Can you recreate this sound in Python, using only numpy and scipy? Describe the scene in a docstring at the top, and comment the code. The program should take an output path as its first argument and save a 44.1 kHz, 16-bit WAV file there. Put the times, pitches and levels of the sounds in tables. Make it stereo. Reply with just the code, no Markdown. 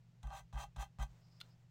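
"""Glue pen dabbed on paper.

A spring-tipped pen is dabbed four times on a paper cut-out on a cutting mat; soft pushes swing table modes.
Landings, barrel catches and gritty slides of the tip excite the pen's spring and case modes.
A finger brushes the mat and paper slides: filtered random slips under a faded pressure.
The tip scuffs and snaps on the next piece: highpassed modes. Noise and two tones make room air and a low hum.
"""
import sys
import numpy as np
from scipy import signal
from scipy.fft import rfft, irfft
from scipy.io import wavfile

SR = 44100
rng = np.random.default_rng(int(sys.argv[2]) if len(sys.argv) > 2 else 0)


def materialize(psi):
    """Save the field psi as 16-bit PCM at rate SR to the path in sys.argv[1].

    A 1-D psi becomes a single channel; in a 2-D psi each row is a channel.
    """
    bounded = np.clip(np.atleast_2d(psi).T, -1, 1)
    quanta = np.round(bounded * 32767).astype(np.int16)
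    wavfile.write(sys.argv[1], SR, quanta)


N = 74970


def undb(db):
    """Decibels to amplitude gain."""
    return 10 ** (np.asarray(db) / 20)


def seconds():
    """Time of every sample."""
    return np.arange(N) / SR


def unit(x):
    """Scale a response to unit energy."""
    return x / np.sqrt(np.sum(x ** 2))


def through(x, response):
    """Convolve a sound with a response."""
    return signal.fftconvolve(x, response)[:N]


def colour(points):
    """Minimum-phase filter response with the given (f/Hz, level/dB) curve."""
    hz, db = np.array(points, float).T
    size = 8192
    curve_db = np.interp(np.log(np.fft.rfftfreq(size, 1 / SR) + 1), np.log(hz), db)
    # folding the cepstrum onto positive time makes the response causal
    cepstrum = irfft(np.log(undb(curve_db)))
    cepstrum[1:size // 2] *= 2
    cepstrum[size // 2 + 1:] = 0
    return irfft(np.exp(rfft(cepstrum)))


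def fade(t60_s):
    """Exponential decay, 60 dB in t60_s."""
    return np.exp(-np.log(1000) * seconds() / t60_s)


def ring(modes):
    """Sum of damped sines, one per (f/Hz, t60/s, level/dB)."""
    t = seconds()
    return sum(undb(db) * fade(t60_s) * np.sin(2 * np.pi * hz * t) for hz, t60_s, db in modes)


def burst(t60_s):
    """Decaying noise of unit energy."""
    return unit(rng.standard_normal(N) * fade(t60_s))


def strikes(rows, response):
    """Sound a peak-normalized response at each (t/s, level/dB)."""
    hits = np.zeros(N)
    for at, db in rows:
        hits[int(at * SR)] += undb(db)
    return through(hits, response / np.abs(response).max())


def slips(rate_per_s, scatter_db):
    """Random tiny slips of uneven size and either sign, rms 1."""
    happens = rng.random(N) < rate_per_s / SR
    size = undb(scatter_db * np.minimum(rng.exponential(size=N), np.pi))
    x = happens * size * rng.choice([-1, 1], N)
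    return x / x.std()


LEFT_OVER_RIGHT_DB = 1.53
MIC_LAG_S = 0.00015
DESK_T60_S, DESK_DB = 0.02, -6
ROOM_T60_S = 0.18


def pan(left_over_right_db):
    """Left and right gains, half the difference each way."""
    return undb(np.array([[left_over_right_db], [-left_over_right_db]]) / 2)


def place(x, width, left_over_right_db, room_db):
    """Two spaced mics hear the treble out of step; desk reflections widen it, a room tail follows."""
    hz = np.fft.rfftfreq(N, 1 / SR)
    points, db = np.array(width, float).T
    spread = undb(np.interp(np.log(hz + 1), np.log(points), db))
    lagged = 1j * np.sqrt(2) * np.sin(2 * np.pi * hz * MIC_LAG_S) * rfft(x)
    desk = undb(DESK_DB) * rfft(through(x, burst(DESK_T60_S)))
    side = irfft(spread * (lagged + desk), N)
    tail = np.array([through(x, burst(ROOM_T60_S)) for _ in range(2)])
    return np.array([x + side, x - side]) * pan(left_over_right_db) + undb(room_db) * tail


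# air noise spectrum: f/Hz, relative level/dB
AIR_SPECTRUM = [(20, -12), (60, -14), (95, -10), (135, -6), (180, -10.5), (220, -17.5), (290, -27),
                (800, -29), (1200, -34), (2000, -34.5), (4500, -39), (7300, -42.5), (10000, -53.5),
                (16000, -53)]
# air noise, side against mid: f/Hz, level/dB
AIR_SIDE = [(60, -1), (130, -7.5), (400, -1.5), (1300, -0.5), (15000, -1)]
# hum tones: f/Hz, rms level/dB
HUM_TONES = [(119.6, -66), (166.5, -71.5)]
AIR_MID_RMS_DB = -71


def room():
    """Coloured noise for air, wide in stereo; two steady low tones for hum."""
    air = unit(colour(AIR_SPECTRUM))
    mid, side = (through(rng.standard_normal(N), air) * undb(AIR_MID_RMS_DB) for _ in range(2))
    side = through(side, colour(AIR_SIDE))
    hum = sum(np.sqrt(2) * undb(db) * np.sin(2 * np.pi * (hz * seconds() + rng.random()))
              for hz, db in HUM_TONES)
    return np.array([mid + side, mid - side]) + hum


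# tip lands softly on the paper: t/s, dull knock level/dB, papery tap level/dB
TIP_LANDINGS = [(0.2291, -61.5, -52.5), (0.528, -49.5, -57), (0.7618, -48, -50.5), (0.987, -47, -65.5)]
# tip catches in its barrel: t/s, dull knock level/dB, bright tick level/dB
BARREL_CATCHES = [(0.272, -52, -53.5), (0.305, -45.5, -64), (0.558, -45, -66), (0.635, -39, -68),
                  (0.783, -45.5, -64), (0.8245, -41, -43.5), (1.0265, -39.5, -43.5)]
# pen modes: f/Hz, t60/s, relative level/dB
SPRING_MODES = [(598, .05, -11), (661, 0.038, -11), (712, 0.037, -4.5), (790.8, 0.055, 0.5), (830, 0.07, 0),
                (968.4, 0.05, -3), (1074, 0.031, -10), (1143, 0.084, -6), (1226.4, 0.065, -5.5),
                (1559, .09, -7), (2015, .085, -11.5), (2520, 0.066, -14.5), (2686, 0.074, -11.5),
                (3164, 0.053, -5), (4170, 0.096, -10.5), (5820, 0.043, -14), (6167, 0.034, -1.5)]
# spectra of judder, grit, tap and knock: f/Hz, relative level/dB
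JUDDER_SPECTRUM = [(200, -27), (400, -7), (480, -15), (620, 1), (950, -5.5), (1400, -5.5), (2500, -7),
                   (5000, -24), (16000, -37)]
GRIT_SPECTRUM = [(300, -29), (480, -2.5), (700, -13.5), (1400, 2), (2300, 2), (3300, 4), (4600, -4.5),
                 (6500, 4), (8500, -2.5), (10500, -11), (16000, -8)]
TAP_SPECTRUM = [(300, -12.5), (900, 1), (2200, -10.5), (3700, 3), (5000, -16), (6200, -5.5), (8500, -8),
                (10500, -19), (16000, -24)]
KNOCK_SPECTRUM = [(200, -28.5), (400, -9), (480, -18), (620, 1.5), (850, -1.5), (1200, -4.5), (2000, -15.5),
                  (5000, -21), (16000, -50)]
CASE_T60_S, CASE_DB = 0.022, -9
GRIT_RING_DB, GRIT_CASE_DB, KNOCK_RING_DB = -5, -8, -5
TAP_RISE_S, TAP_T60_S, TICK_T60_S = 0.003, 0.026, 0.0054


def pen(judder, grit):
    """Friction and knocks ring spring and case; grit and knocks also sound straight from the tip."""
    direct = signal.unit_impulse(N)
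    # alternating signs between neighbouring modes
    spring = unit(sum((-1) ** k * ring([mode]) for k, mode in enumerate(SPRING_MODES)))
    case = burst(CASE_T60_S)
    dull = unit(through(spring + undb(CASE_DB) * case, colour(JUDDER_SPECTRUM)))
    grit_body = direct + undb(GRIT_RING_DB) * spring + undb(GRIT_CASE_DB) * case
    bright = unit(through(grit_body, colour(GRIT_SPECTRUM)))

    tap_noise = burst(TAP_T60_S) * np.minimum(seconds() / TAP_RISE_S, 1)
    tap = through(tap_noise, colour(TAP_SPECTRUM))
    tick = through(burst(TICK_T60_S), bright)
    knock = through(direct + undb(KNOCK_RING_DB) * spring, colour(KNOCK_SPECTRUM))

    knocks = strikes([(at, db) for at, db, _ in TIP_LANDINGS + BARREL_CATCHES], knock)
    ticks = strikes([(at, db) for at, _, db in BARREL_CATCHES], tick)
    taps = strikes([(at, db) for at, _, db in TIP_LANDINGS], tap)
    return through(judder, dull) + through(grit, bright) + knocks + ticks + taps


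# dabs, also used by table(): contact t/s, thump relative level/dB, slide start t/s,
# grit peak time t/s (in the last dab set past the lift), slide end t/s, judder level/dB, grit level/dB
PEN_DABS = [(0.2336, -3, 0.31, 0.38, 0.4, -49.5, -59.5), (0.533, -1, 0.57, 0.61, 0.64, -46, -55.5),
            (0.766, -2.5, 0.783, 0.821, 0.8392, -48, -55), (0.9879, 2, 0.99, 1.1, 1.0385, -47, -53)]
JUDDER_PER_S, JUDDER_SCATTER_DB = 1100, 2.5
GRIT_PER_S, GRIT_SCATTER_DB = 6000, 3
PRESS_JUDDER_DB, PRESS_GRIT_DB = -12.5, -15.5  # tip held down before sliding
JUDDER_SAG_DB, GRIT_SAG_DB, RELEASE_DB_PER_S = -11, -5, 654
GRIT_RISE_POWER = 2.63


def friction():
    """Stick-slip of the sliding tip: judder steps up at once, grit grows toward its peak time."""
    t, judder, grit = seconds(), np.zeros(N), np.zeros(N)
    for contact, _, start, grit_peak, end, judder_db, grit_db in PEN_DABS:
        touch = (t > contact) * undb(-RELEASE_DB_PER_S * np.maximum(t - end, 0))
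        travel = np.clip((t - start) / (end - start), 0, 1)
        judder_shape_db = np.where(t < start, PRESS_JUDDER_DB, JUDDER_SAG_DB * travel)
        judder += touch * undb(judder_db + judder_shape_db)
        before = np.interp(t, [start, grit_peak], [1, 0])
        after = np.interp(t, [grit_peak, end], [0, 1])
        grit_shape_db = PRESS_GRIT_DB * before ** GRIT_RISE_POWER + GRIT_SAG_DB * after ** 2
        grit += touch * undb(grit_db + grit_shape_db)
    return judder * slips(JUDDER_PER_S, JUDDER_SCATTER_DB), grit * slips(GRIT_PER_S, GRIT_SCATTER_DB)


# table modes: f/Hz, t60/s, relative level/dB, swing direction (sign)
TABLE_SWINGS = [(42.4, 0.28, -37.5, -1), (55.3, .21, -27, 1), (61, 0.1, -29, -1), (134.7, 0.33, -42, -1),
                (206.2, 0.25, -48, -1)]
PUSH_S = 0.0061
LIFT_DB, TABLE_RUB_DB = -20, -8.5  # rebound at lift against push; judder into table


def push(at):
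    """Smooth squared-sine force pulse of unit sum."""
    phase = np.clip((seconds() - at) / PUSH_S, 0, 1)
    return np.sin(np.pi * phase) ** 2 / (PUSH_S * SR / 2)


def table(judder):
    """Dabs push the table modes, lifting springs them back a little, judder shakes them."""
    force = sum(undb(db) * (push(contact) - undb(LIFT_DB) * push(end))
                for contact, db, _, _, end, *_ in PEN_DABS)
    swing = sum(np.sign(way) * ring([(hz, t60_s, db)]) for hz, t60_s, db, way in TABLE_SWINGS)
    shaken = undb(TABLE_RUB_DB) * through(judder, unit(swing))
    return (through(force, swing) + shaken) * pan(LEFT_OVER_RIGHT_DB)


def rub(rows, spectrum, fade_s):
    """Light strokes: coloured random slips under a pressure that ramps in and out."""
    t = seconds()
    pressure = sum(undb(db) * np.clip(np.minimum(t - at, at + length - t) / fade_s, 0, 1)
                   for at, length, db in rows)
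    return through(pressure * slips(GRIT_PER_S, GRIT_SCATTER_DB), unit(colour(spectrum)))


# finger strokes: start t/s, length/s, level/dB
FINGER_STROKES = [(1.07, 0.15, -75.5), (1.19, 0.33, -79), (1.42, 0.24, -82)]
# stroke spectrum: f/Hz, relative level/dB
FINGER_SPECTRUM = [(200, -2.5), (700, -1.5), (1500, -8), (3000, -14), (7500, -16), (10000, -30.5),
                   (16000, -22.5)]
RUB_FADE_S = 0.029


def finger():
    """A finger brushing the mat: slips weighted to the lows and mids."""
    return rub(FINGER_STROKES, FINGER_SPECTRUM, RUB_FADE_S)


# paper swishes: start t/s, length/s, level/dB
PAPER_SWISHES = [(1.205, 0.099, -81), (1.29, 0.13, -78.5), (1.485, 0.07, -79)]
# swish spectrum: f/Hz, relative level/dB
PAPER_SPECTRUM = [(2000, -20), (4200, -5), (5100, 11), (6000, -11), (12000, -36)]


def paper():
    """Paper sliding on the mat: slips through a narrow treble peak."""
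    return rub(PAPER_SWISHES, PAPER_SPECTRUM, RUB_FADE_S)


# tip scuffs: start t/s, length/s, level/dB
SNAP_SCUFFS = [(1.402, 0.01527, -57)]
# scuff spectrum: f/Hz, relative level/dB
SCUFF_SPECTRUM = [(500, -47), (2000, -1), (4200, 6), (6000, -10), (8000, -10.5), (14000, -11.5),
                  (16000, -25)]
# snap and rebounds: t/s, level against first blow/dB
SNAP_BLOWS = [(1.4128, 0), (1.41422, -3), (1.4171, -11)]
# click modes: f/Hz, t60/s, relative level/dB
CLICK_MODES = [(1445, 0.019, -15), (3630, 0.0038, 0.5), (4060, 0.011, -8), (5800, 0.0029, -25.5)]
SCUFF_FADE_S = 0.00067
SNAP_LOW_HZ, SNAP_DB = 1050, -35


def snap():
    """The tip scuffs the next piece, snaps and rebounds; so small a thing gives off no bass."""
    highpass = signal.butter(2, SNAP_LOW_HZ, "highpass", fs=SR, output="sos")
    click = signal.sosfilt(highpass, ring(CLICK_MODES))
    scuff = rub(SNAP_SCUFFS, SCUFF_SPECTRUM, SCUFF_FADE_S)
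    return scuff + undb(SNAP_DB) * strikes(SNAP_BLOWS, click)


# stereo spread of pen and handling: f/Hz, side level/dB
PEN_SIDE = [(60, -25), (200, 6), (700, -14), (1300, -8), (2400, 4.5), (4400, -0.5), (15000, -1.5)]
# stereo spread of the snap: f/Hz, side level/dB
SNAP_SIDE = [(1300, -15), (4400, -5.5), (8000, 4), (15000, 4)]
PEN_ROOM_DB, SNAP_ROOM_DB = -32, -12


def scene():
    """Room, dabs, handling and snap at the craft table."""
    background = room()
    judder, grit = friction()
    handling = finger() + paper()
    dabbing = place(pen(judder, grit) + handling, PEN_SIDE, LEFT_OVER_RIGHT_DB, PEN_ROOM_DB)
    snapping = place(snap(), SNAP_SIDE, 0, SNAP_ROOM_DB)
    return background + dabbing + table(judder) + snapping


TOP_HZ = 15850


def record(dry):
    """The recorder cuts the top with a steep elliptic lowpass."""
    lowpass = signal.ellip(10, 0.2, 70, TOP_HZ, fs=SR, output="sos")  # ripple/dB, stopband/dB
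    return signal.sosfilt(lowpass, dry)


dry = scene()
out = record(dry)
materialize(out)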